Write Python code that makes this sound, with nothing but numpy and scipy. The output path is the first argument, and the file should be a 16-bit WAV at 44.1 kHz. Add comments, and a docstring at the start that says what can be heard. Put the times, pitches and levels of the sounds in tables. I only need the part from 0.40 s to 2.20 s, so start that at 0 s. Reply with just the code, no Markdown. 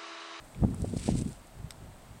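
"""Outdoors at night, on the microphone of a hand-held camera.
A faint distant rush and the microphone's own hiss lie under everything from the start.
Almost at once gusts buffet the microphone with low, blunt bumps. Something soft, clothing or dry
leaves, rustles as it moves, with a few tiny ticks. Wind and rustle ease towards the one-second mark;
at 1.3 s, in lighter air, comes one small sharp click."""
import sys
import numpy as np
from scipy import signal
from scipy.fft import rfft, irfft
from scipy.io import wavfile
from scipy.ndimage import uniform_filter1d

SR = 44100
rng = np.random.default_rng(int(sys.argv[2]) if len(sys.argv) > 2 else 0)


def dump(signal):
    """Clip the signal to [-1, 1] and save it as 16-bit WAV at the path in sys.argv[1]."""
    limited = np.clip(np.atleast_2d(signal).T, -1, 1)
    pcm = np.round(limited * 32767).astype(np.int16)
    wavfile.write(sys.argv[1], SR, pcm)


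N = 79380  # 1.8 s
TIME_S = np.arange(N) / SR
FREQ_HZ = np.maximum(np.fft.rfftfreq(N, 1 / SR), 1)


def wind():
    """Turbulence right at the microphone; stronger gusts shed smaller eddies and reach higher."""
    # strength of the wind: t/s, relative level/dB
    gusts = [(0, -57), (.05, -52), (.1, -62), (.14, -57), (.165, -42), (.2, -37), (.222, -25), (.246, -24),
             (.27, -29), (.325, -32), (.365, -39), (.43, -31), (.5, -36), (.57, -34), (.64, -41),
             (.69, -28), (.82, -30), (.842, -40), (.865, -30), (.95, -52), (1.04, -62), (1.115, -61),
             (1.195, -41), (1.225, -46), (1.262, -42), (1.31, -54), (1.365, -55), (1.42, -45), (1.51, -48),
             (1.56, -58), (1.665, -55), (1.715, -46), (1.8, -54)]
    # spectra of light air and of a full gust: f/Hz, relative level/dB
    light_air = [(20, -26), (45, 2.5), (75, -1), (120, 1), (190, -7.5), (280, -16), (450, -18.5),
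                 (900, -62)]
    full_gust = [(20, -15), (45, -0.5), (75, -2.5), (125, 1.5), (210, -3), (320, -10), (480, -24.5),
                 (800, -41.5), (1600, -65)]
    light_db, full_db = -43.5, -32.5  # strengths at which each spectrum takes over fully
    gust_db = curve(gusts)
    force = np.clip((gust_db - light_db) / (full_db - light_db), 0, 1)
    air = np.sqrt(1 - force) * noise(light_air) + np.sqrt(force) * noise(full_gust)
    return even(air, seconds=0.035) * undb(gust_db - 1.5)


def bumps():
    """Gusts hit the microphone: a slow pressure swing, a quicker one for its edge, a short flutter."""
    # buffets: t/s, swing peak/dB, swing f/Hz, edge peak/dB, flutter level/dB, flutter half-length/s
    buffets = [(.2255, -17, 133, -41, -45, 0.006), (.238, -21, 267, -28.5, -28, 0.004),
               (.2485, -15, 160, -32, -31, 0.0034), (.4285, -23.5, 133, -62, -53, 0.012),
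               (.446, -22.5, 316, -38, -43, .009), (.538, -26.5, 288, -54, -45.5, 0.0086),
               (.569, -25, 202, -46, -42, 0.0044), (.681, -24.5, 335, -39.5, -43, 0.0019),
               (.6897, -14, 201, -24.5, -31.5, 0.0032), (.703, -28, 290, -46, -47, 0.0055),
               (.725, -22.5, 151, -57, -50, .006), (.7545, -22, 221, -54, -39.5, 0.0033),
               (.788, -24.5, 150, -59, -49.5, 0.0093), (.8125, -45, 140, -60, -60, .004),
               (.8218, -27, 220, -58, -50, .003), (.863, -23, 163, -61, -55, 0.0031),
               (1.246, -31.5, 109, -70, -78, .004)]
    # spectrum of the flutter: f/Hz, relative level/dB
    flutter_spectrum = [(150, -29), (300, -3.5), (450, 1.5), (720, -5), (950, -22), (1200, -21.5),
                        (2000, -40), (4000, -83)]
    out = np.zeros(N)
    for at, swing_db, hz, edge_db, flutter_db, half_s in buffets:
        age = TIME_S - at
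        out += undb(swing_db) * swing(age, hz, cycles=0.45)
        out += undb(edge_db) * swing(age, hz=680, cycles=0.75)
        flutter = even(noise(flutter_spectrum), seconds=0.0083)
        envelope = np.exp(2 - np.hypot(2 * age / half_s, 2))
        out += undb(flutter_db) * flutter * envelope
    return out


def rustle():
    """Something soft moves: patches of tiny slips, sparser crackles, more body where it rubs firmly."""
    # course of the brushing: t/s, relative level/dB
    movement = [(0, -63), (.3, -61), (.44, -54), (.555, -52), (.574, -46.5), (.586, -48), (.655, -46),
                (.7, -46.5), (.73, -52), (.785, -39), (.805, -48.5), (.818, -44), (.838, -56.5), (.9, -50),
                (.96, -59), (1.1, -74), (1.8, -90)]
    # spectra of light brushing and of firm rubbing: f/Hz, relative level/dB
    brush_spectrum = [(800, -28), (2400, -4.5), (4500, -1.5), (6500, -5.5), (8200, 7), (9600, -0.5),
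                      (11500, -17), (16000, -44)]
    rub_spectrum = [(900, -7), (1800, -5.5), (2400, -0.5), (3300, -5), (4700, -4), (6500, -4), (9000, -8.5),
                    (14000, -58)]
    slips_per_s, crackles_per_s, smooth_share = 4300, 180, 0.65
    rub_at_s, rub_half_s, rub_db = 0.678, 0.05, -50
    slips = (rng.random(N) < slips_per_s / SR) * rng.standard_normal(N)
    slips *= undb(3 * np.minimum(rng.exponential(size=N), 4))  # a few stand out, by up to 12 dB
    crackles = (rng.random(N) < crackles_per_s / SR) * rng.choice([-1.0, 1.0], N)
    crackles *= undb(6 * rng.random(N))
    grain = np.sqrt(1 - smooth_share) * unit(slips) + undb(-8) * unit(crackles)
    patches = undb(2 * wander(seconds=0.011))

    def friction(spectrum):
        """The grain blended with smooth noise, patchy in level."""
        smooth = np.sqrt(smooth_share) * rng.standard_normal(N)
        return colour(patches * (grain + smooth), spectrum)

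    brush = friction(brush_spectrum) * undb(curve(movement) - 4.5)
    firmness = np.exp(1 - np.hypot((TIME_S - rub_at_s) / rub_half_s, 1))
    return brush + friction(rub_spectrum) * firmness * undb(rub_db)


def ticks():
    """Single snags stand out of the rustle, each a tiny burst of noise in one band."""
    # snags: t/s, peak/dB, centre f/Hz, decay/s
    snags = [(0.147, -43, 2500, 0.0036), (.341, -43.5, 990, 0.0026), (.3455, -34.5, 9050, 0.00092),
             (.4197, -33, 6800, .001), (0.572, -37, 6430, 0.0069), (0.7903, -35.5, 8600, .002),
             (0.814, -37, 5730, 0.002), (0.892, -40.5, 8300, .001), (0.93, -41, 7000, 0.00092),
             (1.071, -45.5, 8660, 0.0027)]
    width_octaves, top_hz = 0.52, 9200
    rolloff = np.minimum(top_hz / FREQ_HZ, 1) ** 3
    out = np.zeros(N)
    for at, peak_db, hz, decay_s in snags:
        band = np.exp(-(np.log2(FREQ_HZ / hz) / width_octaves) ** 2 / 2)
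        burst = rng.standard_normal(N) * fade(at, decay_s)
        tick = irfft(rfft(burst) * band * rolloff, N)
        out += undb(peak_db) * tick / np.abs(tick).max()
    return out


def click():
    """A small hard snap with weak rebounds rings a few well-damped resonances."""
    # the snap, then its rebounds: t/s, level/dB
    contacts = [(1.307, -25.5), (1.3083, -30), (1.3115, -38), (1.3142, -46), (1.3209, -41), (1.3233, -47)]
    # resonances: f/Hz, width/Hz, relative level/dB
    modes = [(1150, 700, -7), (2080, 700, -3), (3700, 520, 1), (5300, 1000, -1), (8000, 600, 3),
             (8800, 800, 1), (12700, 1600, -12)]
    body = 0
    for k, (hz, width, db) in enumerate(modes):
        detuning = (FREQ_HZ / hz - hz / FREQ_HZ) * hz / width
        body += (-1) ** k * undb(db) / (1 + 1j * detuning)  # neighbours alternate in polarity
    start, peak_db = contacts[0]
    force = sum(undb(db) * fade(at, decay_s=0.00045) for at, db in contacts)
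    force += undb(peak_db - 28) * fade(start, decay_s=0.0064)  # faint tail
    rough_force = force * rng.choice([-1, 1], N)
    snap = irfft(rfft(rough_force) * body, N)
    return undb(peak_db) * snap / np.abs(snap).max()


def distant_rush():
    """A faint rush from far off, wavering very slightly in level."""
    # spectrum at the microphone: f/Hz, relative level/dB
    spectrum = [(25, 4.5), (60, -4.5), (130, -11), (250, -6.5), (420, -15), (620, -7.5), (800, -10.5),
                (1100, -14.5), (1600, -18.5), (2500, -24), (5000, -35.5)]
    return noise(spectrum) * undb(-54.5 + 0.53 * wander(seconds=0.22))


def microphone_hiss():
    """The microphone's own steady noise."""
    # noise floor: f/Hz, relative level/dB
    spectrum = [(1000, -2), (3900, -1), (5600, -5), (7000, -3), (8200, 2), (9300, -3), (11000, -8),
                (15800, -9)]
    return noise(spectrum) * undb(-62.5)


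def undb(db):
    """Decibels to gain."""
    return 10 ** (np.asarray(db) / 20)


def unit(x):
    """Scale to rms 1."""
    return x / np.sqrt(np.mean(x ** 2))


def curve(rows):
    """Join (t/s, value) points with straight lines."""
    return np.interp(TIME_S, *np.array(rows).T)


def colour(x, spectrum):
    """Filter by (f/Hz, level/dB) points, rolling off beyond both ends; rms 1."""
    hz, db = np.array(spectrum).T
    gain = undb(np.interp(np.log(FREQ_HZ), np.log(hz), db))
    rolloff = np.minimum(FREQ_HZ / hz[0], 1) * np.minimum(hz[-1] / FREQ_HZ, 1) ** 2
    return unit(irfft(rfft(x) * gain * rolloff, N))


def noise(spectrum):
    """Noise with the given spectrum, rms 1."""
    return colour(rng.standard_normal(N), spectrum)


def even(x, seconds):
    """Hold the level of a noise at rms 1 over the given time."""
    size = int(seconds * SR)
    power = uniform_filter1d(uniform_filter1d(x ** 2, size), size)
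    return x / np.sqrt(power + 1e-12)


def fade(start, decay_s):
    """Sudden onset and exponential decay."""
    age = TIME_S - start
    return (age >= 0) * np.exp(-np.abs(age) / decay_s)


def wander(seconds):
    """Smooth random drift, rms 1."""
    size = int(seconds * SR)
    drift = uniform_filter1d(rng.standard_normal(N), size, mode="wrap")
    return unit(uniform_filter1d(drift, size, mode="wrap"))


def swing(age, hz, cycles):
    """One push and pull of pressure, peak 1; cycles sets its half-length."""
    wave = -np.sin(2 * np.pi * hz * age) * np.exp(-(hz * age / cycles) ** 2)
    return wave / np.abs(wave).max()


def scene():
    """All sources at one microphone, in mono."""
    return (wind() + bumps() + rustle() + ticks() + click() + distant_rush() + microphone_hiss())[None]


def record(dry):
    """The camera cuts the top treble steeply."""
    top_hz = 15850
    return signal.sosfilt(signal.ellip(10, .1, 70, top_hz, fs=SR, output="sos"), dry)


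dry = scene()
out = record(dry)
dump(out)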